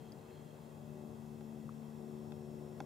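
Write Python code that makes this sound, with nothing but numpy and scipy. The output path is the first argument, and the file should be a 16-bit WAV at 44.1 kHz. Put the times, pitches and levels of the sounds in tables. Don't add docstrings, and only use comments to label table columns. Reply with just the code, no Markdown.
import sys
import numpy as np
from scipy import signal
from scipy.fft import rfft, irfft
from scipy.io import wavfile
from scipy.ndimage import uniform_filter1d

SR = 44100
rng = np.random.default_rng(int(sys.argv[2]) if len(sys.argv) > 2 else 0)


def volts_from_decibels(level):
    exponent = np.asarray(level, float) / 20
    return 10 ** exponent


def wrap_up_sound(samples):
    columns = np.atleast_2d(samples).T
    tamed = np.clip(columns, -1, 1)
    steps = np.round(tamed * 32767).astype(np.int16)
    wavfile.write(sys.argv[1], SR, steps)


N = 125685
T = np.arange(N) / SR
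HZ = np.fft.rfftfreq(N, 1 / SR)
RUSTLE_END_S = 0.68
LOW_REF_DB, HIGH_REF_DB = -51.5, -57.5


def table(points, hz):
    p = np.array(points, float)
    return np.interp(np.log(np.maximum(hz, 1)), np.log(p[:, 0]), p[:, 1])


def walk(rate_hz):
    k = max(int(SR / rate_hz), 2)
    w = uniform_filter1d(uniform_filter1d(rng.standard_normal(N), k), k)
    return w / w.std()


# time in seconds, blade rate in Hz, low swell in dB, high swell in dB.
PROPELLER = [(0, 74.5, -64.5, -60.5), (.15, 74.8, -64, -64.5), (.3, 74.84, -65.5, -63),
             (.45, 75, -62.5, -65), (.62, 75.14, -62, -68.5), (.75, 74.72, -57, -68),
             (.95, 74.85, -53, -56), (1.248, 74.55, -52, -59.5), (1.578, 74.24, -50.5, -58),
             (1.798, 74.6, -51, -73), (1.95, 74.41, -52.5, -62), (2.148, 74.35, -50.5, -52.5),
             (2.5, 74.06, -53, -54.5), (2.85, 74.16, -52.5, -55.5)]
# multiple of the blade rate, level in dB, share of low swell (negative moves against
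# it), share of high swell (0-1), left-right difference in dB.
BLADE_HARMONICS = [(1, -25.5, 1, 0.011, 2.5), (2, -4.5, 0.53, 0.0089, 8.5), (3, -0.5, 0.92, 0.0066, 9.5),
                   (4, -16.5, 0.88, 0.39, 9), (5, -6, 0.17, 0.78, 6), (6, -14, -0.13, 0.045, 7),
                   (7, -22, 0.1, .5, 10), (8, -21, 0.1, 0.76, 12.5), (10, -31, -0.38, 0.4, 15)]
# time in seconds, sixth, seventh and eighth in dB.
GROUND_ECHO = [(0, 3, -2, 5.5), (.32, 4.5, -7, 4.5), (.55, -5, 9, 8), (.7, -11, 0, 10), (1.1, 1.5, -0.5, 1),
               (1.25, -2.5, -1.5, -11), (1.55, 0.5, -14, -15), (1.66, -1, 4.5, -10), (1.9, -0.5, -1, -8),
               (2.15, -1.5, 1, -0.5), (2.4, 4, 1, 2), (2.6, -2, 3, -1), (2.85, 2, 7, -2)]


def aircraft():
    level_db, fade_db, fade_hz = -48.5, 0.8, 9
    fade_rise = 0.52
    wobble_rad, wobble_hz = 0.18, 14
    pulse_s = 2.3279
    time, rate, low, high = np.array(PROPELLER, float).T
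    rate, low, high = (np.interp(T, time, column) for column in (rate, low, high))
    echo = np.array(GROUND_ECHO, float)
    phase = 2 * np.pi * np.cumsum(rate) / SR
    phase = phase - phase[int(pulse_s * SR)]
    out = 0
    for k, db, low_share, high_share, lean_db in BLADE_HARMONICS:
        swell_db = low_share * (low - LOW_REF_DB) + high_share * (high - HIGH_REF_DB)
        fading_db = fade_db * (1 + fade_rise * max(k - 3, 0)) * walk(fade_hz)
        gain = volts_from_decibels(level_db + db + swell_db + fading_db)
        if 6 <= k <= 8:
            gain = gain * volts_from_decibels(np.interp(T, echo[:, 0], echo[:, round(k) - 5]))
        tone = gain * np.sin(round(k) * phase + wobble_rad * walk(wobble_hz))
        out = out + tone * volts_from_decibels(np.array([[lean_db], [-lean_db]]) / 2)
    return out


# frequency in Hz, level in dB per Hz.
AIR_SPECTRUM = [(22, -29), (60, -11), (130, 0.04), (210, -5), (450, -9), (870, -12), (1400, -24),
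                (3000, -32), (6000, -40), (15500, -60)]
# frequency in Hz, difference in dB.
AIR_BALANCE = [(30, 5.8), (150, 7), (500, 5.5), (1000, 1.2), (2000, -.3), (12000, .1)]
# frequency in Hz, coherence (0-1).
AIR_COHERENCE = [(30, 0.31), (100, 0.73), (300, 0.91), (900, 0.057), (2000, 0.23), (4500, 0.93),
                 (8000, 0.99)]
# time in seconds, level in dB.
AIR_DRIFT = [(0, 0.5), (.8, 0), (1.0, 0), (1.9, -0.5), (2.1, 1), (2.3, 0), (2.58, 2), (2.85, .3)]


def air():
    level_db, gust_db, flicker_db, rustle_db = -54.5, 0.43, -1.74, 1
    roar_share, roar_top_hz = 0.22, 157
    a, b = rfft(rng.standard_normal((2, N)))
    like = np.clip(table(AIR_COHERENCE, HZ), 0, 1)
    lean = table(AIR_BALANCE, HZ) / 2
    mid, side = np.sqrt(1 + like) * a, np.sqrt(1 - like) * b
    ears = volts_from_decibels(table(AIR_SPECTRUM, HZ)) * np.array([(mid + side) * volts_from_decibels(lean), (mid - side) * volts_from_decibels(-lean)])
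    time, _, low, _ = np.array(PROPELLER, float).T
    roar = roar_share * (np.interp(T, time, low) - LOW_REF_DB)
    rustle = rustle_db / (1 + np.exp((T - RUSTLE_END_S) / 0.1))
    drift = np.interp(T, *np.array(AIR_DRIFT).T)
    octave, gust, out = np.log2(np.maximum(HZ, 1) / 30), walk(0.54), 0
    for k in range(10):
        centre_hz = 30 * 2.0 ** k
        share = np.clip(1 - abs(octave - k), 0, 1)
        reach = 1 / (1 + (centre_hz / 1500) ** 2)
        swell_db = reach * (drift + gust_db * gust + flicker_db * walk(9.7))
        swell_db = swell_db + (0.5 - reach) * rustle + roar / (1 + (centre_hz / roar_top_hz) ** 2)
        out = out + irfft(ears * share, N) * volts_from_decibels(swell_db)
    return out * volts_from_decibels(level_db) / out.std()


# frequency in Hz, width in Hz, level in dB.
RUSTLE_BANDS = [(1790, 820, -80), (2630, 200, -86.5), (3240, 170, -84), (4190, 150, -86)]


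def rustle_ring():
    fade, out = 1 / (1 + np.exp((T - RUSTLE_END_S) / 0.061)), 0
    for hz, width, db in RUSTLE_BANDS:
        edges = [hz - width / 2, hz + width / 2]
        sos = signal.butter(2, edges, "band", fs=SR, output="sos")
        band = signal.sosfilt(sos, rng.standard_normal(N))
        out = out + band / band.std() * volts_from_decibels(db + 3.6 * walk(25))
    return out * fade


# frequency in Hz, level in dB per Hz.
HISS_SPECTRUM = [(500, -28), (3000, -6), (5800, -3), (7300, 1), (8800, 0), (15500, -1.5)]


def hiss():
    level_db, like = -72.5, 0.52
    common, *own = rng.standard_normal((3, N))
    noise = np.sqrt(like) * common + np.sqrt(1 - like) * np.array(own)
    x = irfft(rfft(noise) * volts_from_decibels(table(HISS_SPECTRUM, HZ)), N)
    return x * volts_from_decibels(level_db) / x.std()


# frequency in Hz, width in Hz, gain in dB.
HOUSING_MODES = [(1790, 130, -7), (1920, 90, 4), (2370, 160, -7), (2620, 180, 6.5), (2850, 250, -2),
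                 (3070, 110, -12), (3220, 240, 8), (4500, 200, -2), (4980, 300, 3), (6230, 130, 3.5),
                 (6850, 500, 3.5), (7350, 200, 2), (8090, 60, 4)]


def housing(x):
    shell_db = sum(db / (1 + (2 * (HZ - f) / width) ** 2) for f, width, db in HOUSING_MODES)
    return irfft(rfft(x) * volts_from_decibels(shell_db), N)


# frequency in Hz, rms level in dB.
WHINE_TONES = [(1694, -89), (1811, -94), (1932, -91), (3622, -93), (4167, -97), (4197, -96), (7244, -99),
               (7852, -98), (7882, -97)]


def whine():
    motor_hz, motor_db, motor_on_s = 5433, -83.5, 1.0

    def tone(hz, db):
        level = np.sqrt(2) * volts_from_decibels(db + 0.93 * walk(1.0))
        return level * np.sin(2 * np.pi * (hz * T + rng.random()))

    motor = tone(motor_hz, motor_db) / (1 + np.exp((motor_on_s - T) / 0.33))
    return sum(tone(hz, db) for hz, db in WHINE_TONES) + motor


def add(out, sound, at_s, lean_db, lag_ms):
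    for ch, (side, late) in enumerate([(1.0, 0), (0.16, lag_ms / 1000)]):
        i = int(at_s * SR) - 20
        age = np.arange(i, min(i + 4000, N)) / SR - at_s - late
        out[ch, i:i + len(age)] += volts_from_decibels(side * lean_db) * sound(np.maximum(age, 0)) * (age > 0)


def burst(kind, edge_hz, fade_s):
    sos = signal.butter(4, edge_hz, kind, fs=SR, output="sos")
    grit = signal.sosfilt(sos, rng.standard_normal(4100))
    return lambda age: grit[(age * SR).astype(int)] * np.exp(-age / fade_s)


def modes(age, rows):
    fall = np.log(1000)
    return sum(volts_from_decibels(db) * np.exp(-fall * age / t60) * np.sin(2 * np.pi * hz * age) for hz, db, t60 in rows)


# frequency in Hz, level in dB, t60 in seconds.
LATCH_MODES = [(4480, -57, .008), (4860, -48.5, .012), (5300, -58, .01), (5800, -55, .008)]
# start in seconds, peak level in dB, lowest frequency in Hz.
DRY_CLICKS = [
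    (.1209, -52, 7000),
    (.617, -52, 11500),
]


def latch_and_clicks(out):
    add(out, lambda age: modes(age, LATCH_MODES) * (1 - np.exp(-age / 0.00025)), 0.1208, 0, 0.05)
    for at_s, db, low_hz in DRY_CLICKS:
        spit = burst("high", low_hz, 0.001)
        add(out, lambda age: volts_from_decibels(db) * spit(age), at_s, 0, 0.03)


# start in seconds, peak level in dB, frequency in Hz, swell in seconds, right lag in ms.
BOW_TICKS = [
    (.1272, -67, 5000, .0018, .05),
    (.193, -68, 4050, .0015, .02),
    (1.6914, -43, 1170, .0021, -.13),
    (2.8101, -46, 290, .006, .01),
    (2.396, -58, 650, .003, .01),
]


def ticks(out):
    for at_s, db, hz, swell, lag_ms in BOW_TICKS:
        def slip(age):
            envelope = 2.36 * age / swell * np.exp(-(age / swell) ** 2)
            return volts_from_decibels(db) * envelope * np.sin(2 * np.pi * hz * age)

        add(out, slip, at_s, 0, lag_ms)


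# frequency in Hz, level in dB, t60 in seconds.
RISER_MODES = [(288, -9, .07), (802, 1, .055), (1000, -10.5, .1), (1425, -12.5, .025), (1590, -11, .022),
               (1880, -15, .014), (2165, -14, .018), (2600, -15, .014), (3334, -22, .03), (3520, -7, .0045),
               (4320, -17, .012), (4685, -15, .0056), (5517, -21, .018), (6050, -8.5, .004)]
# start in seconds, crack in dB, ring in dB, left-right difference in dB, right lag in ms.
RISER_KNOCKS = [
    (1.4095, -55, -55.5, 1.5, .04),
    (2.3212, -45, -53, 2.5, -.08),
    (2.80387, -38, -37.5, .8, .01),
]


def knocks(out):
    ring_top_hz = 1200
    contact_s, bounce_s, bounce_db = 0.00008, 0.00084, -5
    slip_s, slip_db = 0.0011, -14
    crack_db_rel, crack_s, crack_top_hz = -19, 0.0025, 6500
    grip_s, grip_t60_s = 0.0076, 0.014
    dull_per_khz = 0.5
    glancing_s, thin_db, thin_hz = 2.3212, -6, 2400
    body = [m for m in RISER_MODES if m[0] < ring_top_hz]
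    shell = [m for m in RISER_MODES if m[0] >= ring_top_hz]
    for at_s, crack_db, ring_db, lean_db, lag_ms in RISER_KNOCKS:
        soft = dull_per_khz * (RISER_KNOCKS[-1][1] - crack_db)
        dulled = []
        for hz, db, t60 in shell:
            thin = thin_db * (at_s == glancing_s and hz < thin_hz)
            dulled.append((hz, db - soft * max(hz / 1000 - 3.8, 0) ** 2 + thin, t60))
        grit = burst("low", crack_top_hz, crack_s)

        def strike(age):
            crack = modes(age, dulled) + volts_from_decibels(crack_db_rel - soft) * grit(age)
            return crack * (1 - np.exp(-age / contact_s))

        def ring(age):
            choke = np.exp(-np.log(1000) * np.maximum(age - grip_s, 0) / grip_t60_s)
            return volts_from_decibels(ring_db) * modes(age, body) * choke

        add(out, ring, at_s - contact_s, lean_db, lag_ms)
        for delay_s, blow_db in [(-slip_s, slip_db), (0, 0), (bounce_s, bounce_db)]:
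            add(out, lambda age: volts_from_decibels(crack_db + blow_db) * strike(age), at_s + delay_s, lean_db, lag_ms)


def close_sounds():
    out = np.zeros((2, N))
    latch_and_clicks(out)
    ticks(out)
    knocks(out)
    return signal.sosfilt(signal.butter(2, 130, "high", fs=SR, output="sos"), out)


def scene():
    return housing(air() + hiss()) + aircraft() + whine() + close_sounds() + rustle_ring()


def band_limit(x):
    return signal.sosfilt(signal.butter(12, 15970, fs=SR, output="sos"), x)


def record(dry):
    mix = signal.sosfilt(signal.ellip(8, 0.2, 70, 15500, fs=SR, output="sos"), dry)
    return band_limit(mix)


dry = scene()
out = record(dry)
wrap_up_sound(out)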